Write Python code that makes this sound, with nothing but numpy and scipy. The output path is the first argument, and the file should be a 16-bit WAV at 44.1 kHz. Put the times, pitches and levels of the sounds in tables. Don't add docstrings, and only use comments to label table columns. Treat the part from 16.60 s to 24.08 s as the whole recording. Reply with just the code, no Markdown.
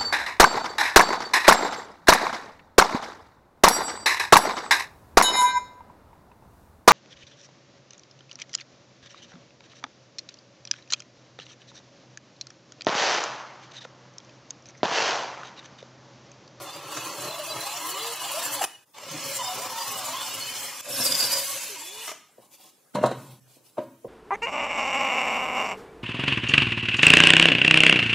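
import sys
import numpy as np
from scipy import signal
from scipy.io import wavfile
from scipy.ndimage import uniform_filter1d

SR = 44100
rng = np.random.default_rng(int(sys.argv[2]) if len(sys.argv) > 2 else 0)


def master(y):
    cut = np.clip(np.atleast_2d(y).T, -1, 1)
    pcm = np.round(cut * 32767)
    wavfile.write(sys.argv[1], SR, pcm.astype(np.int16))


def gain_from_db(level_db):
    decades = np.asarray(level_db, float) / 20
    return 10 ** decades


N = 329868

# (frequency [Hz], width [Hz], level [dB])
BENCH = [(131, 12.7, 0), (217, 27, -4), (260, 26, -4.5), (336, 25.5, 2), (458, 16, -13.5), (553, 9.9, 10),
         (610, 11, 1), (749, 33, 5), (928, 68, 0), (980, 23, 3), (1067, 49, 1), (1274, 20, -3.5),
         (1440, 16, -3.5), (1670, 25, -20)]


def evened(x):
    return x / np.sqrt(np.mean(x ** 2) + 1e-20)


def read(points, hz):
    f, value = np.transpose(points)
    return np.interp(np.log(hz + 1), np.log(f + 1), value)


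def add(mix, s, sound):
    part = mix[max(round(s * SR), 0):][:len(sound)]
    part += sound[:len(part)]


def unroll(rows):
    s, *columns = np.transpose(rows)
    t = np.arange(s[0], s[-1], 1 / SR)
    return s[0], [np.interp(t, s, c) for c in columns]


def smooth(x, frames, bins):
    return uniform_filter1d(uniform_filter1d(x, size=frames, axis=0), size=bins, axis=1)


def resonate(x, hz, width):
    turn = np.exp(2j * np.pi * np.cumsum(hz * np.ones(len(x))) / SR)
    r = np.exp(-np.pi * width / SR)
    return 2 * (turn * signal.lfilter([1 - r], [1, -r], x / turn)).real


def body(x, modes):
    return sum((-1) ** k * gain_from_db(db) * resonate(x, hz, width) for k, (hz, width, db) in enumerate(modes))


def wobble(count, seconds):
    size = max(round(seconds * SR), 1)
    return evened(uniform_filter1d(uniform_filter1d(rng.standard_normal(count), size), size))


def hiss(count, colour, modes=(), patchy_db=-0.5, streaky_db=1.0, drift=.5, lean=0.016):
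    frames, hz = count // 128 + 5, np.fft.rfftfreq(512, 1 / SR)
    a, b, patches, streaks = rng.standard_normal((frames, 257, 4)).T
    patches = evened(smooth(patches, 8, 14))
    streaks = evened(smooth(streaks, 2, 30))
    level_db = read(colour, hz)[:, None] + patchy_db * patches + streaky_db * streaks
    for f, width, db in modes:
        sway, slide = uniform_filter1d(
            uniform_filter1d(rng.standard_normal((frames, 2)), size=28, axis=0), size=12, axis=0).T
        at = f * (1 + lean * evened(slide))
        bump = np.exp(-((hz[:, None] - at) / width) ** 2)
        level_db += db * bump * np.clip(1 + drift * evened(sway), 0, 2.8)
    spectra = (a + 1j * b) * gain_from_db(level_db)
    return evened(signal.istft(spectra, nperseg=512, noverlap=384)[1][:count])


def strands(count, tones_hz, flicker_db=4.0, flicker_s=0.022, wander_hz=42.03):
    out = np.zeros(count)
    for hz in tones_hz:
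        turns = np.cumsum(hz + wander_hz * wobble(count, .07)) / SR
        out += gain_from_db(flicker_db * wobble(count, flicker_s)) * np.sin(2 * np.pi * turns)
    return evened(out)


def room_air():
    # (frequency [Hz], density [dB per Hz])
    air_colour = [(24, -70), (40, -5.5), (444, -4), (1850, -15), (4570, -16), (8130, -13.5), (10700, -14),
                  (16000, -15.5)]
    return gain_from_db(-63.5) * hiss(N, air_colour, patchy_db=2.0, streaky_db=2.0)


def drill_bout(rows, hold, colour, modes, planks):
    # (frequency [Hz], width [Hz], level [dB])
    drone_modes = [(660, 146, -3), (977, 260, 5.5), (1230, 560, -1)]
    loose_hz = [560, 700, 823, 998, 1068, 1176, 1325]
    teeth_hz = [1645, 2160, 2542, 2886, 3130, 3540, 4280, 4750, 5570, 6120]
    coast_s, edge_s = .052, 0.0011
    fizz_per_db, slack_db = 0.54, -16
    last, *held = rows[-1]
    s, (hiss_db, grip) = unroll([*rows, (last + coast_s, *held)])
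    count = len(hiss_db)
    fizz_db, drone_db, shake_db, easing_db_per_s = hold
    t = np.arange(count) / SR

    grit = gain_from_db(0.13 * wobble(count, 0.00072))
    air = hiss(count, colour, modes, patchy_db=1.1, streaky_db=2.4, drift=.65) * grit
    low = signal.sosfiltfilt(signal.butter(4, 7000, fs=SR, output="sos"), air)
    fizz_db = fizz_db + fizz_per_db * (hiss_db - hiss_db.max()) + 2.45 * wobble(count, 0.02)
    fizz = gain_from_db(fizz_db) * evened(air - low)

    push = rng.standard_normal((2, count)) * gain_from_db(1.6 * wobble(count, 0.014))
    drone = evened(resonate(body(push[0], drone_modes), 1090, 1084)) + gain_from_db(-1.5) * strands(count, loose_hz)
    drone = gain_from_db(drone_db - 4.5 + slack_db * (1 - np.clip(grip, 0, 1))) * drone
    teeth = gain_from_db(-10.5) * strands(count, teeth_hz, flicker_db=2.8, flicker_s=.018, wander_hz=25)
    shake_db = shake_db - 1.5 + easing_db_per_s * t + 2.7 * wobble(count, 0.059)
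    shake = gain_from_db(shake_db) * evened(body(push[1], planks))

    mix = evened(low) + teeth + fizz + drone + shake
    throb = gain_from_db(0.94 * wobble(count, 0.013) + 0.39 * wobble(count, 0.011))
    return s, gain_from_db(hiss_db - 2.5) * throb * mix * np.minimum(np.minimum(t, t[::-1]) / edge_s, 1)


def drilling(mix):
    # (time [s], motor effort [dB], grip of the hole on the bit [0-1])
    bouts = [
        [(0.0, -41.5, 1), (0.28, -44.5, 1), (0.32, -39.5, 1), (0.98, -37.5, 0.87), (1.74, -35, 0.78),
         (1.8, -32, 0.66), (2.0, -35, 0.84)],
        [(2.333, -74, .3), (2.345, -51, 0.93), (2.55, -36.5, 0.45), (2.78, -34.5, 0.24), (2.8, -36.5, 0.76),
         (3.62, -36, 0.71), (3.85, -37.5, 0.26), (4.05, -35, 0.19), (4.16, -39.5, 0.44)],
        [(4.217, -50.5, 0.4), (4.255, -42.5, 0.75), (4.4, -32, 0.65), (4.76, -33.5, 0.74), (5.0, -35.5, 0.38),
         (5.3, -44.5, 0.6), (5.46, -39.5, 0.63)],
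    ]
    # (brush fizz [dB], full-grip drone [dB], first shake re hiss [dB], shake easing [dB per s])
    holds = [
        (0.5, 3, 0.5, -8),
        (-0.5, 4.5, -3.5, -5.5),
        (2.5, -2.5, -2, -13),
    ]
    # (frequency [Hz], density [dB per Hz])
    hiss_colours = [
        [(820, -61), (1400, -9.5), (2920, -6), (3690, -6), (4080, -7), (5110, -9.5), (7010, -9), (16000, -16)],
        [(820, -27), (1400, -12.5), (2580, -6), (3070, -7), (3840, -7.5), (7450, -10), (10300, -14),
         (16000, -17.5)],
        [(820, -68), (1400, -10), (2100, -3), (2530, 0), (4300, -2.5), (7370, -1.5), (11900, -1.5),
         (16000, -11.5)],
    ]
    # (frequency [Hz], width [Hz], level [dB])
    housings = [
        [(2570, 110, 3), (2870, 150, 2.5), (4050, 110, 2), (7260, 90, 3), (1450, 80, -8), (2360, 90, -10),
         (3720, 100, -9), (5040, 120, -11), (6380, 90, -7)],
        [(3040, 140, 3), (5200, 110, 3), (6050, 100, 3), (7260, 110, 4), (2600, 70, -4), (3760, 110, -5),
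         (4930, 90, -6), (6330, 80, -5), (10300, 200, -5)],
        [(1600, 150, 3), (3500, 110, 1.5), (5390, 60, 4), (7270, 130, 4), (2250, 70, -4), (3320, 80, -6),
         (4550, 100, -6), (5230, 80, -6), (5700, 80, -6)],
    ]
    # (frequency [Hz], width [Hz], level [dB])
    shakes = [
        [(134, 35, -1.5), (223, 8.1, -7.5), (315.5, 51, -1.5), (441.5, 29, -2), (565, 30, 2.5)],
        [(119, 38, -6.5), (264, 16, -1), (325, 185, -11), (424.6, 14, -3), (546, 47, -1.5)],
        [(124, 33, 0.5), (258.6, 19, 5), (326, 140, -4), (470, 10, -11), (547, 48, 8)],
    ]
    for bout in zip(bouts, holds, hiss_colours, housings, shakes):
        add(mix, *drill_bout(*bout))


def walls(x):
    # (frequency [Hz], t60 [s])
    decay = [(120, 0.98), (500, 0.25), (1500, 0.53), (4000, 0.52), (12000, 0.35)]
    taps = np.zeros(SR // 2)
    at = np.arange(300, SR // 2 - 20, 20)
    taps[at + rng.integers(0, 20, at.shape)] = rng.choice([-1., 1.], at.shape)
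    hz, t, z = signal.stft(taps, SR, nperseg=256)
    tail = signal.istft(z * gain_from_db(-60 * t / read(decay, hz)[:, None]), SR, nperseg=256)[1]
    return signal.fftconvolve(x, tail / np.linalg.norm(tail))[:N]


def streaks(mix):
    # (time [s], length [s], from [Hz], to [Hz], level [dB])
    rubs = [(0.037, 0.181, 3570, 3470, -50), (0.117, 0.077, 4780, 4760, -49.5),
            (0.294, 0.16, 3460, 3530, -50), (0.312, 0.097, 4570, 4500, -52.0),
            (0.33, 0.061, 5600, 6029.0, -48), (0.346, 0.16, 2580, 2450, -48),
            (0.358, 0.16, 2955.0, 2850, -49), (0.369, 0.23, 4380, 4420, -47.5),
            (0.485, 0.16, 5593.0, 5390, -62), (0.614, 0.13, 4430, 4470, -52.6),
            (0.622, 0.1, 7204.0, 7254.0, -60.5), (0.657, 0.17, 4000, 4010, -43),
            (0.716, 0.161, 5700, 5570, -60), (0.865, 0.077, 4030, 3970, -41),
            (0.955, 0.17, 3950, 4170, -43), (1.107, 0.078, 5502.0, 5717.0, -47),
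            (1.127, 0.095, 6869.0, 6870, -47.5), (1.204, 0.1, 4043.0, 4180, -44),
            (1.331, 0.089, 7250, 7200, -42), (1.378, 0.091, 4040, 4100, -41.5),
            (1.571, 0.16, 2900, 2861.0, -44.5), (1.736, 0.115, 5486.0, 5577.0, -48.3),
            (1.754, 0.078, 2900, 2920, -49), (2.392, 0.098, 2740, 2860, -52),
            (2.4, 0.19, 5216.0, 5400, -60), (2.47, 0.11, 3970, 4091.0, -54.5),
            (2.48, 0.1, 6450, 6368.0, -48), (2.65, 0.123, 4041.0, 3988.0, -50.3),
            (2.778, 0.15, 3070, 3010, -43.5), (2.81, 0.054, 7280, 7260, -42),
            (2.825, 0.067, 5146.0, 5080, -41), (3.083, 0.12, 5599.0, 5530, -59),
            (3.292, 0.12, 2826, 3000, -44), (3.359, 0.2, 4140, 4050, -49.6),
            (3.741, 0.24, 2930, 3140, -43.5), (3.787, 0.094, 4370, 4250, -40),
            (3.977, 0.15, 3130, 3190, -44), (4.292, 0.24, 5430, 5420, -41),
            (5.219, 0.14, 3460, 3460, -49.7), (5.354, 0.088, 2950, 2880, -49)]
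    width_hz, trim_db = 45, -3
    for s, seconds, from_hz, to_hz, db in rubs:
        hz = np.geomspace(from_hz, to_hz, round(seconds * SR))
        count = len(hz)
        hz = hz * (1 + .008 * wobble(count, .012))
        tone = resonate(rng.standard_normal(count), hz, width_hz)
        tone = evened(resonate(tone, hz, 2 * width_hz))
        swell = gain_from_db(db + trim_db + 2.5 * wobble(count, .008)) * signal.windows.tukey(count, .4)
        add(mix, s, swell * tone)


def clacks(mix):
    # (time [s], peak [dB], housing ring [Hz], rattle re peak [dB], rise [s])
    catches = [(.366, -44, 700, 14, 0.0086), (2.011, -19.5, 823, -12, 0.0071),
               (2.0205, -20.5, 743, -5, 0.0013), (2.026, -35.5, 850, 10, 0.0057),
               (2.0395, -22.5, 840, 2, 0.0024), (2.357, -56, 1150, -26, .004),
               (2.382, -37.5, 1050, 0, 0.0031), (2.431, -41, 623, -1, 0.0072), (5.477, -37, 696, 5, 0.0041),
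               (5.486, -33.5, 1343, 0.5, 0.008), (5.512, -41, 333, 5.5, 0.0062),
               (5.514, -36, 700, 0, 0.006)]
    # (frequency [Hz], width [Hz], level [dB])
    rattle_modes = [(310, 16, 8), (660, 540, 0), (1370, 830, 0), (2040, 560, 0), (2870, 390, -0.5),
                    (6200, 990, -2), (9200, 10000, -17)]
    t60_s, sag_per_s = 0.03, 4.6
    t = np.arange(4000) / SR
    for s, db, hz, rattle_db, rise_s in catches:
        fall = np.minimum(t / rise_s, 1) * gain_from_db(-60 * np.maximum(t - rise_s, 0) / t60_s)
        rattle = evened(body(rng.standard_normal(len(t)), rattle_modes))
        ring = np.sin(2 * np.pi * hz * t * (1 - sag_per_s * np.minimum(t, .03)))
        add(mix, s - .001, gain_from_db(db) * fall * (ring + gain_from_db(rattle_db) * rattle))


def creaks(mix):
    # (time [s], length [s], from [Hz], to [Hz], level
    # [dB])
    slips = [(0.601, 0.22, 571, 723, -45.5), (0.78, 0.074, 642, 560, -41.5), (0.859, 0.098, 700, 590, -42),
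             (1.03, 0.14, 768, 922, -43), (1.169, 0.14, 930, 1087, -40.5), (1.33, 0.085, 1112, 1250, -40),
             (1.733, 0.064, 560, 700, -36), (1.9, 0.14, 908, 773, -48), (2.511, 0.047, 547, 543, -47.5),
             (2.601, 0.26, 560, 530, -46.5), (2.786, 0.047, 1052, 960, -37),
             (2.811, 0.045, 977, 740, -40.5), (2.838, 0.11, 743, 727, -43.5), (2.978, .11, 618, 804, -46),
             (3.089, 0.21, 890, 947, -41), (3.26, 0.22, 850, 700, -47), (3.23, 0.17, 1130, 1044, -44.5),
             (3.462, 0.15, 866, 1188, -40), (3.92, 0.25, 830, 834, -51), (4.367, 0.09, 264, 250, -40.5),
             (4.479, 0.047, 970, 1010, -42), (4.548, .07, 1150, 1010, -47), (4.37, 0.14, 560, 545, -50),
             (4.58, .09, 510, 499, -47.5), (4.597, .24, 992, 964, -44.5), (4.702, 0.16, 560, 547, -39.5),
             (4.864, 0.091, 1080, 1145, -45), (5, 0.047, 1007, 860, -51), (5.079, 0.088, 453, 364, -53),
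             (5.157, 0.03, 1030, 890, -50.5), (5.207, 0.041, 912, 926, -47),
             (5.351, 0.059, 965, 1050, -51.5), (2.5, 0.086, 157, 147, -47), (2.531, 0.038, 299, 310, -43),
             (4.45, 0.41, 1530, 1480, -47.5), (2.035, .02, 3200, 2900, -35.5),
               (2.07, 0.11, 2950, 2940, -54.5), (6.78, .12, 130, 127, -64.5), (5.2, 0.216, 3480, 3480, -52),
               (4.301, 0.35, 560, 550, -46.5), (4.88, 0.12, 560, 550, -48.5),
               (.715, 0.047, 3500, 3500, -45), (0.881, .04, 4750, 4750, -41.5),
               (1.302, 0.055, 4380, 4380, -44), (2.802, .09, 3650, 3660, -43.5),
               (3.15, 0.051, 3580, 3640, -42.5), (3.2, 0.033, 4760, 4760, -42),
               (3.54, 0.13, 3300, 3720, -44.5), (3.68, 0.093, 3680, 4020, -45),
               (4.41, .08, 3480, 3520, -42), (4.5, .07, 3560, 3500, -38.5), (4.612, 0.043, 3560, 3500, -43),
               (4.632, 0.055, 5400, 5380, -40), (4.783, 0.086, 3450, 3950, -43)]
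    for s, seconds, from_hz, to_hz, db in slips:
        hz = np.geomspace(from_hz, to_hz, round(seconds * SR))
        count = len(hz)
        turns = np.cumsum(hz * (1 + 0.011 * wobble(count, 0.0078))) / SR
        tone = np.sin(2 * np.pi * turns) + 0.25 * np.sin(4 * np.pi * turns)
        swell = gain_from_db(db + 2 + 3.2 * wobble(count, 0.01)) * signal.windows.tukey(count, .5)
        add(mix, s, swell * tone)


def shaft(mix):
    # (time [s], length [s], from [turns per s], to [turns per s], level [dB])
    run_ups = [
        (1.2, .36, 298, 468, -43),
        (1.77, .27, 225, 290, -52),
        (5.14, .33, 280, 450, -52),
    ]
    run_up = 600
    boom_hz, boom_width_hz, boom_db = 950, 200, 9
    for s, seconds, from_hz, to_hz, db in run_ups:
        t = np.arange(0, seconds, 1 / SR)
        way = np.sin(np.pi / 2 * np.minimum(t * run_up / (to_hz - from_hz), 1)) ** 2
        hz = from_hz + (to_hz - from_hz) * way
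        angle = 2 * np.pi * np.cumsum(hz) / SR
        tone = np.zeros(len(t))
        for k, order_db in enumerate([0, -6, -9, -7], start=1):
            lift_db = boom_db * np.exp(-((k * hz - boom_hz) / boom_width_hz) ** 2)
            level_db = order_db - 11 * (k - 1) * (1.5 - way) + lift_db + 1.4 * wobble(len(t), 0.043)
            tone += gain_from_db(level_db) * np.sin(k * angle)
        add(mix, s, gain_from_db(db - 8.6 * (1 - way)) * tone * signal.windows.tukey(len(t), .2))


def squeals(mix):
    # (time [s], peak [dB], frequency [Hz], length [s])
    bursts = [(4.401, -21, 5450, 0.025), (4.43, -37, 5390, 0.02), (4.46, -15, 4760, 0.0089),
              (4.462, -23, 4650, 0.02), (4.476, -27, 4760, 0.016), (4.501, -23, 4880, 0.016),
              (4.5154, -17, 4870, 0.011), (4.536, -21.5, 4830, 0.024), (4.578, -23.5, 4860, 0.018),
              (4.593, -17.5, 4750, 0.017), (4.621, -17.5, 4720, 0.016), (4.636, -18, 4710, 0.015),
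              (4.666, -25, 4680, 0.052), (4.7, -27, 4870, 0.053), (4.723, -18, 4840, 0.018),
              (4.764, -24.5, 4750, 0.024), (4.789, -35, 4750, 0.019)]
    for s, db, hz, seconds in bursts:
        count = round(2 * seconds * SR)
        turns = np.cumsum(hz * (1 + 0.008 * wobble(count, 0.001))) / SR
        swell = np.hanning(count) * gain_from_db(5.4 * wobble(count, 0.00062))
        rasp = gain_from_db(-6.5) * evened(resonate(rng.standard_normal(count), 6300, 6400))
        add(mix, s - .004, gain_from_db(db - 8.5) * swell * (np.sin(2 * np.pi * turns) + rasp))


def strike(mix, rows, planks):
    # (frequency [Hz], width [Hz], level [dB])
    clatter_modes = [(1400, 370, 12), (2350, 1400, -0.5), (5500, 3200, -9.5), (2880, 400, 0.5)]
    # (frequency [Hz], width [Hz], level [dB])
    jingle_modes = [(3970, 330, 7), (7200, 4100, -4), (12200, 1300, -23)]
    hardest_db, hard_ms, softest_ms, softer_per_db = -4.5, 0.59, 1.43, 0.4
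    t = np.arange(7000) / SR
    bounces = np.zeros(300)
    bounces[::60] = [0.079, 0.019, 0.38, 0.9, -0.43]
    for s, db, hz, clatter_db, jingle_db in rows:
        contact_ms = min(hard_ms * gain_from_db(softer_per_db * (hardest_db - db)), softest_ms)
        push = np.sin(np.pi * np.clip(t * 1000 / contact_ms, 0, 1)) ** 2
        push = np.convolve(push, bounces)[:len(t)]
        spot = [(f, width, level + rng.standard_normal()) for f, width, level in planks]
        ring = body(push, spot) + gain_from_db(5.5) * resonate(push, hz, 125)
        jumps = rng.standard_normal(len(t))
        loose = gain_from_db(clatter_db - 60 * t / 0.14) * evened(body(jumps, clatter_modes))
        loose += gain_from_db(jingle_db - 60 * t / 0.076) * evened(body(jumps, jingle_modes))
        sound = ring / abs(ring).max() + loose * np.minimum(t / .007, 1)
        fade = np.minimum((len(t) / SR - t) / .03, 1)
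        add(mix, s - .003, gain_from_db(db) * sound * fade)


def knocks(mix):
    # (time [s], peak [dB], piece ring [Hz], clatter re peak [dB], jingle re peak [dB])
    blows = [(5.781, -40.5, 548, -26, -27), (5.798, -50, 530, -27, -38), (6.429, -17, 610, -27, -21),
             (6.437, -4.5, 573, -25, -30), (6.459, -16, 650, -20, -14.5), (6.469, -27, 660, -41, -40),
             (6.512, -19, 530, -18.5, -18.5), (6.967, -48, 325, -34, -41), (7.005, -56.5, 560, -25, -35),
             (7.171, -34.5, 1130, -16, -36), (7.18, -18, 626, -30.5, -32), (7.183, -29.5, 1040, -13.5, -30),
             (7.199, -35, 560, -36, -42), (7.435, -68, 600, -28, -35), (7.445, -28, 483, -38, -46)]
    strike(mix, blows, BENCH)


def hands(mix):
    # (time [s], length [s], rustle [dB], rub re rustle [dB])
    moves = [
        (5.797, 0.084, -61, -2),
        (5.897, 0.079, -54, -11),
        (5.954, 0.17, -54, -8),
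        (6.491, 0.33, -56.5, -1),
        (6.85, 0.16, -61.5, -12.5),
        (7.027, 0.09, -60.5, -22),
        (7.195, 0.062, -64, -5),
    ]
    # (frequency [Hz], density [dB per Hz])
    rustle_colour = [(880, -62), (1500, -19.5), (2460, -8), (6180, -9.5), (9470, -9), (14600, -10.5),
                     (16000, -15)]
    for s, seconds, rustle_db, rub_db in moves:
        count = round(seconds * SR)
        rub = evened(body(rng.standard_normal(count) * gain_from_db(3 * wobble(count, .006)), BENCH))
        strokes = gain_from_db(1.5 * wobble(count, .015))
        rustle = strokes * hiss(count, rustle_colour, patchy_db=1.5, streaky_db=2.4)
        add(mix, s, gain_from_db(rustle_db) * (rustle + gain_from_db(rub_db) * rub) * signal.windows.tukey(count, .7))


def setdown(mix):
    # (time [s], peak [dB], piece ring [Hz], clatter re peak [dB], jingle re peak [dB])
    landings = [
        (6.341, -42, 244, -7, -57.5),
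        (6.349, -19.5, 213, -19.5, -14.5),
        (6.354, -18, 990, -19, -19),
        (6.369, -24, 595, -17.5, -41),
        (6.384, -20.5, 590, -20.5, -28.5),
        (6.412, -22, 210, -16, -53.5),
    ]
    # (frequency [Hz], width [Hz], level [dB])
    loaded = [(128, 9.6, 2), (210, 10, 3), (337, 19, -13.5), (483, 6.4, 8.5), (604.2, 8.7, 6.5),
              (778, 16, -17), (960, 16, 9), (977, 33, 8), (1080, 30, -2), (1510, 20, -10.5),
              (1657, 30, -15.5)]
    strike(mix, landings, loaded)


def bench_echo(mix):
    # (time [s], length [s])
    free_spells = [
        (2.5, .3),
        (3.95, .27),
    ]
    free = np.zeros(N)
    for s, seconds in free_spells:
        add(free, s, signal.windows.tukey(round(seconds * SR), .5))
    return mix - free * resonate(mix, 3740, 420)


def scene():
    # (time [s], fade [s])
    changes = [
        (2.252, 0.025),
        (4.216, 0.0033),
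        (6.802, 0.0048),
    ]
    room_db = [-14.5, -10, -8, -7.5]
    near = np.zeros(N)
    for source in drilling, streaks, clacks, creaks, shaft, squeals, knocks, hands, setdown:
        source(near)
    t = np.arange(N) / SR
    take = np.searchsorted([s for s, _ in changes], t)
    wet = np.zeros(N)
    for k, db in enumerate(room_db):
        wet += gain_from_db(db) * walls(near * (take == k)) * (take == k)
    mix = bench_echo(near + wet + room_air())
    for s, fade in changes:
        mix = mix * np.clip(.3 + abs(t - s) / fade, 0, 1)
    return np.array([mix, mix])


def thinned(x):
    hz, t, z = signal.stft(x, SR, nperseg=1024, noverlap=768)
    power = uniform_filter1d(uniform_filter1d(abs(z) ** 2, size=9, axis=1), size=3, axis=0)
    lasting_db = 10 * np.log10(power + 1e-16)
    under_db = lasting_db - uniform_filter1d(lasting_db, size=25, axis=0)
    need = evened(smooth(rng.standard_normal(z.shape[::-1]), 18, 4).T)
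    limit = np.interp(hz, [1200, 2200, 11500, 13000], [4, 2.1, 1.8, 1.0])[:, None]
    empty = need - .35 * under_db > limit
    weak_db = np.interp(hz, [900, 1800, 11500, 13000], [-18, -3, -3, -1])[:, None]
    empty |= abs(z) < gain_from_db(weak_db) * uniform_filter1d(abs(z), size=16, axis=0)
    return signal.istft(z * gain_from_db(.2 * under_db - 30 * empty), SR, nperseg=1024, noverlap=768)[1][:N]


def side_of(mid):
    # (frequency [Hz], side re mid [dB])
    width_curve = [(60, -53), (4250, -50), (4700, -1), (6400, -2), (9800, 1), (15000, -0.5)]
    # (from [s], to [s], from [Hz], to [Hz], side re mid [dB])
    lulls = [
        (2.084, 2.37, 60, 4530, -8),
        (5.715, 6.12, 60, 1810, -8.5),
        (6.12, 6.345, 60, 4500, -3),
        (6.34, 6.37, 650, 4500, -19),
        (6.8, 7.165, 60, 4500, -5),
        (7.165, 7.22, 250, 1300, -18),
        (7.304, 7.48, 800, 4500, -3),
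        (7.38, 7.44, 60, 800, -14),
        (7.437, 7.48, 250, 800, -15),
    ]
    hz, t, z = signal.stft(mid, SR, nperseg=1024)
    width_db = read(width_curve, hz)[:, None] + 0 * t
    for start, end, from_hz, to_hz, db in lulls:
        kept = ((hz > from_hz) & (hz < to_hz))[:, None] & (t > start) & (t < end)
        width_db = np.where(kept, db, width_db)
    scramble = np.exp(2j * np.pi * rng.random(z.shape))
    return signal.istft(z * scramble * gain_from_db(width_db), SR, nperseg=1024)[1][:N]


def band_limit(x):
    return signal.sosfilt(signal.butter(12, 16190, fs=SR, output="sos"), x)


def record(dry):
    mid = signal.sosfilt(signal.butter(6, 100, "high", fs=SR, output="sos"), thinned(dry[0]))
    mid = mid + gain_from_db(-31) * dry[0]
    band = signal.firwin(401, 15700, window=("kaiser", 7), fs=SR)
    mid = signal.oaconvolve(mid, band, "same")
    side = side_of(mid)
    return band_limit(np.array([mid + side, mid - side]))


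dry = scene()
out = record(dry)
master(out)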